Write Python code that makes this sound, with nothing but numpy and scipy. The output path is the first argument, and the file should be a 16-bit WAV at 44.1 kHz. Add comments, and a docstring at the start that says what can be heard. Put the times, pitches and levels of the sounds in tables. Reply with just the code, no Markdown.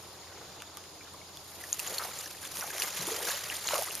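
"""Hooked fish in the shallows

A fish stirs a calm river while an angler wades in close by. The water sloshes, sprays and fizzes
in surges of noise and ringing bubbles. Drops plink back, air pockets gulp and churn around the legs,
and small knocks cut through. Behind it lie low river wash, microphone hiss, a trickle and a hum."""
import sys
import numpy as np
from scipy import signal
from scipy.fft import rfft, irfft
from scipy.io import wavfile
from scipy.ndimage import uniform_filter1d

SR = 44100
rng = np.random.default_rng(int(sys.argv[2]) if len(sys.argv) > 2 else 0)


def master_out(mix):
    """Clip the mix to full scale and print it as 16-bit PCM to the path in sys.argv[1]."""
    frames = np.transpose(np.atleast_2d(mix))
    ceiling = np.clip(frames, -1, 1)
    pcm = np.round(ceiling * 32767).astype(np.int16)
    wavfile.write(sys.argv[1], SR, pcm)


N = 176400
TIME, FREQ = np.arange(N) / SR, np.fft.rfftfreq(N, 1 / SR)

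# How hard the water is stirred, as three fader rides: time_s, slosh_db, spray_db, fizz_db
STIR_FADERS = [(0, -57.5, -61, -61), (0.4, -52.5, -58.5, -73), (1.25, -62.5, -62.5, -68),
               (1.45, -62, -58, -59), (1.58, -48.5, -54.5, -52), (1.76, -60, -47.5, -47.5),
               (1.83, -44.5, -45, -46), (1.92, -45.5, -42.5, -45), (2.02, -42.5, -44.5, -44.5),
               (2.15, -49.5, -47, -50.5), (2.21, -50, -45.5, -47.5), (2.38, -61, -52.5, -53.5),
               (2.45, -47.5, -46, -47), (2.51, -57, -48, -51.5), (2.58, -44, -45, -41.5),
               (2.73, -43.5, -44, -47), (2.83, -39.5, -37.5, -38.5), (2.92, -48.5, -42.5, -47),
               (3.0, -40.5, -38.5, -42.5), (3.08, -40.5, -39.5, -40.5), (3.14, -43, -37.5, -43.5),
               (3.2, -41, -43, -43), (3.31, -42.5, -34.5, -37), (3.42, -47, -43.5, -48.5),
               (3.54, -49.5, -44, -45.5), (3.64, -50, -42.5, -46.5), (3.72, -41, -36, -40.5),
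               (3.81, -48, -40, -41), (3.87, -49.5, -42.5, -44), (4.0, -48, -46, -46)]
# Drops and small bubbles: start_s, level_db, pitch_hz, decay_ms
DROP_CUES = [(.6035, -38, 2710, 0.39), (.6207, -38.5, 3400, .8), (.7716, -41.5, 1120, 2.1),
             (1.0095, -44.5, 2270, 5), (1.143, -46.5, 1070, 3), (1.372, -39, 3310, 0.99),
             (1.61, -45.5, 1970, 2.3), (1.638, -33, 1770, 1.8), (1.7288, -12, 6600, 0.57),
             (1.7945, -27, 2580, 1.7), (1.8752, -23.5, 6770, 0.84), (1.9822, -21, 4220, 1.6),
             (1.995, -36, 1255, 2.8), (2.0143, -39, 1190, 2), (2.037, -31, 5050, 1.7),
             (2.0675, -35.5, 730, 1.7), (2.110, -44, 1330, 3.7), (2.1885, -28, 6900, 1.2),
             (2.259, -29.5, 5500, 1), (2.260, -39.5, 1680, 3.3), (2.348, -44, 1770, 2.3),
             (2.437, -41, 1570, 3.4), (2.452, -35, 3370, 1.9), (2.6094, -27, 5640, 1.3),
             (2.624, -32, 1406, 3.7), (2.640, -37.5, 740, 2.1), (2.703, -35, 1600, 3.7),
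             (2.7998, -21, 5770, 0.66), (2.8198, -24, 2760, 0.9), (2.824, -23, 4460, 0.3),
             (2.838, -34, 2010, 3), (3.271, -32.5, 1604, 4.3), (3.3035, -29.5, 1640, 3.7),
             (3.4998, -24, 2710, 0.8), (3.513, -38, 1720, 2.7), (3.5235, -30.5, 1860, 2.2),
             (3.5536, -32.5, 3300, 1.1), (3.6726, -19.5, 6650, 1.1), (3.680, -25, 4150, 2.5),
             (3.688, -23.5, 2610, 0.31), (3.8735, -37, 1900, 1.8), (3.883, -36, 1200, 2.1),
             (3.909, -28.5, 2730, 0.63), (3.9415, -37, 4050, 1.2)]
# Large air pockets closing: start_s, level_db, pitch_hz, decay_ms
GULP_CUES = [(2.99, -42, 167, 14), (3.076, -34.5, 323, 2.7), (3.116, -32.5, 434, 11),
             (3.183, -38, 530, 7.7), (3.225, -37.5, 440, 11), (3.335, -41, 555, 9.3),
             (3.707, -28.5, 970, 3.3), (3.733, -23.5, 583, 4.6), (3.754, -26.5, 1090, 3.8),
             (3.751, -39, 586, 7.1), (3.7865, -30, 548, 5.1), (3.82, -30, 760, 2.6)]
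# Small sharp knocks and slaps: start_s, level_db, centre_hz
KNOCK_CUES = [(0.621, -29.5, 2020), (0.7711, -29, 4670), (0.8392, -38.5, 2800), (1.137, -37, 9000),
              (1.3715, -34, 5030), (1.637, -35, 5000), (1.728, -28, 9000), (1.7937, -21, 6000),
              (1.799, -22, 8900), (1.986, -20.5, 9000), (2.208, -29, 3000), (2.2112, -28, 7000),
              (2.5705, -24.5, 6500), (2.782, -24, 4500), (2.8206, -18, 3520), (2.8287, -21, 5000),
              (3.252, -25, 6000), (3.561, -32, 5000), (3.5668, -22, 7000), (3.6879, -20.5, 2520),
              (3.742, -21, 2400), (3.7802, -21.5, 5000), (3.813, -26, 10000), (3.8232, -21, 10000),
              (3.9522, -22, 7100)]
# Hollow churning where a body pushes water aside: start_s, length_s, level_db, pitch_hz
CHURN_CUES = [(1.856, 0.023, -42.5, 2960), (1.883, 0.067, -46, 516), (1.99, 0.039, -39.5, 1230),
              (2.985, .12, -52, 176), (3.074, .12, -45.5, 415), (3.207, 0.083, -45, 460),
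              (3.512, 0.026, -38, 1860), (3.702, 0.094, -39.5, 1050), (3.745, 0.1, -40.5, 640)]
# Tone of each splash layer: frequency_hz, gain_db
SLOSH_EQ = [(60, -25), (200, -7.5), (330, -4.5), (500, 2.5), (800, 1.5), (1300, -1), (2000, -2.5),
            (4000, -19), (16000, -50)]
SPRAY_EQ = [(300, -21), (1200, -0.5), (2200, -3), (4000, -2), (5800, -1.5), (6900, 0.5), (8000, -6),
            (9500, -27)]
FIZZ_EQ = [(6000, -33), (8400, -6.5), (10000, 3.5), (13000, 0), (14300, -2.5), (15500, -25)]
# Low river wash and hiss, with microphone colour as bumps in the treble: frequency_hz, gain_db
BACKGROUND_EQ = [(25, -12), (45, -14), (65, -5.5), (120, 0.5), (200, -0.5), (340, 1), (600, -1), (1100, -2),
                 (1900, -15), (2900, -10), (3700, -5.5), (5200, -4.5), (6000, -11.5), (6800, -2),
                 (7600, -15), (10000, -11), (13500, -15), (16000, -26)]
# Stereo image, as the likeness of left and right: frequency_hz, coherence
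SPLASH_IMAGE = [(100, 0.97), (1300, 0.95), (2400, 1), (4400, 0.83), (8000, 0.74), (15000, 0.4)]
BACKGROUND_IMAGE = [(25, .7), (70, 0.89), (640, 0.88), (1400, 0.61), (3100, 0.24), (6800, 0.076),
                    (15000, -0.57)]
# Narrow cuts in the whole mix: centre_hz, width_hz
MIX_NOTCHES = [(240, 48.8), (7950, 770)]


def splashing():
    """Stirred water: a slosh full of bubbles, a spray full of droplets and a fine fizz on top."""
    swash = patchy_noise(patch_db=4.5, flicker_db=3, hold_frames=10)
    bubbles = bubble_swarm(337.5, 2730, per_s=420, ring_cycles=4.8, spread_db=3, sizes=36)
    hiss = patchy_noise(patch_db=1.5, flicker_db=3.02, hold_frames=6)
    droplets = bubble_swarm(1782, 12960, per_s=900, ring_cycles=5.7, spread_db=3, sizes=36)
    slosh = amp(-3.5) * unit(eq(swash, SLOSH_EQ)) + amp(-9) * unit(eq(bubbles, SLOSH_EQ))
    spray = amp(-1.5) * unit(eq(hiss, SPRAY_EQ)) + amp(-4) * unit(eq(droplets, SPRAY_EQ))
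    fizz = amp(-0.5) * unit(eq(hiss, FIZZ_EQ)) + amp(-5) * unit(eq(droplets, FIZZ_EQ))
    time_s, *faders_db = np.transpose(STIR_FADERS)
    gains = [amp(np.interp(TIME, time_s, fader_db)) for fader_db in faders_db]
    water = sum(gain * layer for gain, layer in zip(gains, (slosh, spray, fizz)))
    return widen(water, SPLASH_IMAGE) / np.sqrt(2)


def drops_and_gulps(spatter_gain=0.65):
    """Falling drops and closing air pockets: each a bubble's ring with a puff of spatter."""
    rings, spatter = np.zeros((2, 2, N))
    t = np.arange(4096) / SR
    for cues, onset_cycles in ((DROP_CUES, 2.8), (GULP_CUES, 1.3)):
        for start_s, level_db, hz, decay_ms in cues:
            decay_s = decay_ms / 1000
            phase = rng.uniform(-1, 1) * hz / 12000  # nudges each ring off centre
            ring = np.array([bubble(hz, decay_s, onset_cycles, side * phase) for side in (1, -1)])
            add(rings, start_s, amp(level_db) * ring)
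            puff = np.minimum(t * hz / onset_cycles, 1) * np.exp(-t / (0.87 * decay_s))
            add(spatter, start_s, amp(level_db) * puff * noise_band(len(t), hz, width=0.62))
    return rings + spatter_gain * widen(spatter, SPLASH_IMAGE) / 2


def knocks(attack_s=0.00083, decay_s=0.00075):
    """Small knocks and slaps: very short, broad cracks of noise."""
    out = np.zeros((2, N))
    t = np.arange(512) / SR
    envelope = np.minimum(t / attack_s, 1) * np.exp(-t / decay_s)
    for start_s, level_db, hz in KNOCK_CUES:
        crack = envelope * noise_band(len(t), hz, width=0.82)
        add(out, start_s, amp(level_db) * crack / abs(crack).max(1, keepdims=True))
    return widen(out, SPLASH_IMAGE)


def churning(attack_s=0.0076):
    """Pockets of air and water rumble briefly around one pitch."""
    out = np.zeros((2, N))
    for start_s, length_s, level_db, hz in CHURN_CUES:
        t = np.arange(0, length_s, 1 / SR)
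        envelope = np.minimum(t / attack_s, 1) * np.sqrt(1 - (t / length_s) ** 2)
        rumble = unit(noise_band(16384, hz, width=0.26)[:, :len(t)])
        add(out, start_s, amp(level_db) * envelope * rumble)
    return widen(out, SPLASH_IMAGE) / np.sqrt(2)


def reflections(sound, predelay_s=0.001, decay_s=0.0079):
    """A tight tail of sound bouncing off water, bank and angler."""
    t = np.arange(4000) / SR
    tail = rng.standard_normal((2, len(t))) * np.exp(-t / decay_s) * (t > predelay_s)
    tail /= np.linalg.norm(tail[0])
    wet = signal.oaconvolve(sound.mean(0)[None], tail, axes=1)[:, :N]
    return widen(wet, SPLASH_IMAGE) / np.sqrt(2)


def river_and_hiss():
    """Steady background of low river wash and microphone hiss."""
    noise = patchy_noise(patch_db=1.6, flicker_db=0.4, hold_frames=16)
    return unit(widen(eq(noise, BACKGROUND_EQ), BACKGROUND_IMAGE))


def hum(pitch_hz=86, waver_hz=7.2):
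    """A low tone whose pitch wavers quickly at random."""
    wavering_hz = pitch_hz + waver_hz * noise_band(N, hz=25, width=0.87)[0]
    return unit(np.sin(2 * np.pi * np.cumsum(wavering_hz) / SR))


def trickle():
    """Drips along the bank, each ringing as a tiny bubble."""
    drips = bubble_swarm(1520, 4730, per_s=45, ring_cycles=8.5, spread_db=5, sizes=20)
    return unit(widen(drips, SPLASH_IMAGE))


def bubble(hz, decay_s, onset_cycles, phase=0, rise_per_decay=0.021):
    """A dying sine whose pitch rises as the bubble nears the surface."""
    t = np.arange(0, 7 * decay_s, 1 / SR)
    envelope = (1 - np.exp(-(t * hz / onset_cycles) ** 2)) * np.exp(-t / decay_s)
    cycles = hz * t * (1 + rise_per_decay * t / decay_s / 2)
    return envelope / envelope.max() * np.sin(2 * np.pi * cycles + phase)


def bubble_swarm(low_hz, high_hz, per_s, ring_cycles, spread_db, sizes):
    """Two random showers of bubbles, one pitch for each bubble size."""
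    out = np.zeros((2, N))
    for hz in np.geomspace(low_hz, high_hz, sizes):
        decay_s = ring_cycles * rng.uniform(0.62, 2.1) / hz
        grain = unit(bubble(hz, decay_s, onset_cycles=0.59))
        grain *= np.sqrt(hz / len(grain))  # keeps the shower's spectrum flat
        for side in out:
            gaps, accents = rng.exponential(1, (300, 2)).T
            for start_s, accent in zip(np.cumsum(gaps) * sizes / per_s, np.minimum(accents, 3.5)):
                if start_s < N / SR:
                    add(side, start_s, amp(spread_db * accent) * grain)
    return out


def patchy_noise(patch_db, flicker_db, hold_frames):
    """Two noises, mottled in time and frequency, with a flicker shared by all bands."""
    spectra = signal.stft(rng.standard_normal((2, N)), nperseg=256, noverlap=192)[2]
    patches = uniform_filter1d(rng.standard_normal(spectra.shape[1:]), 5, axis=0)
    patches = unit(uniform_filter1d(patches, hold_frames, axis=1))
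    flicker = unit(uniform_filter1d(rng.standard_normal(spectra.shape[2]), hold_frames))
    spectra *= amp(patch_db * patches + flicker_db * flicker)
    return signal.istft(spectra, nperseg=256, noverlap=192)[1][:, :N]


def noise_band(samples, hz, width):
    """Two unrelated noises in a resonance; width is a share of the pitch."""
    f = np.fft.rfftfreq(samples, 1 / SR)
    resonance = 1 / (1 + (np.log((f + 1) / hz) / width) ** 2)
    return unit(irfft(rfft(rng.standard_normal((2, samples))) * resonance, samples))


def widen(pair, image):
    """Turns two unrelated signals into left and right of a given likeness."""
    coherence = np.clip(curve(image), -0.99, 0.99)
    mid, side = irfft(rfft(pair) * np.sqrt([1 + coherence, 1 - coherence]), N)
    return np.array([mid + side, mid - side])


def eq(sound, points):
    """Shapes the tone with an EQ curve."""
    return irfft(rfft(sound) * amp(curve(points)), N)


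def curve(points):
    """Joins breakpoints on a log-frequency axis."""
    hz, values = np.transpose(points)
    return np.interp(np.log(FREQ + 1), np.log(hz), values)


def add(mix, start_s, sound):
    """Mixes a sound in at its cue."""
    part = mix[..., round(start_s * SR):][..., :sound.shape[-1]]
    part += sound[..., :part.shape[-1]]


def amp(db):
    """Decibels to gain."""
    return 10 ** (np.asarray(db) / 20)


def unit(x):
    """Scales to rms 1."""
    return x / np.sqrt(np.mean(x ** 2) + 1e-20)


def scene():
    """Splashing, churning and close hits with their reflections, over a quiet ambience."""
    hits = drops_and_gulps() + knocks()
    ambience = amp(-49.5) * river_and_hiss() + amp(-64.5) * hum() + amp(-66.5) * trickle()
    return splashing() + churning() + hits + amp(-9) * reflections(hits) + ambience


def record(dry, notch_depth=0.75, high_cut_hz=15150):
    """Master EQ: two notches and a steep high cut."""
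    notches = [1 - notch_depth * np.exp(-abs(2 * (FREQ - hz) / width_hz) ** 3)
               for hz, width_hz in MIX_NOTCHES]
    notched = irfft(rfft(dry) * np.prod(notches, axis=0), N)
    high_cut = signal.firwin(255, high_cut_hz, window=("kaiser", 9), fs=SR)
    return signal.oaconvolve(notched, high_cut[None], "same")


dry = scene()
out = record(dry)
master_out(out)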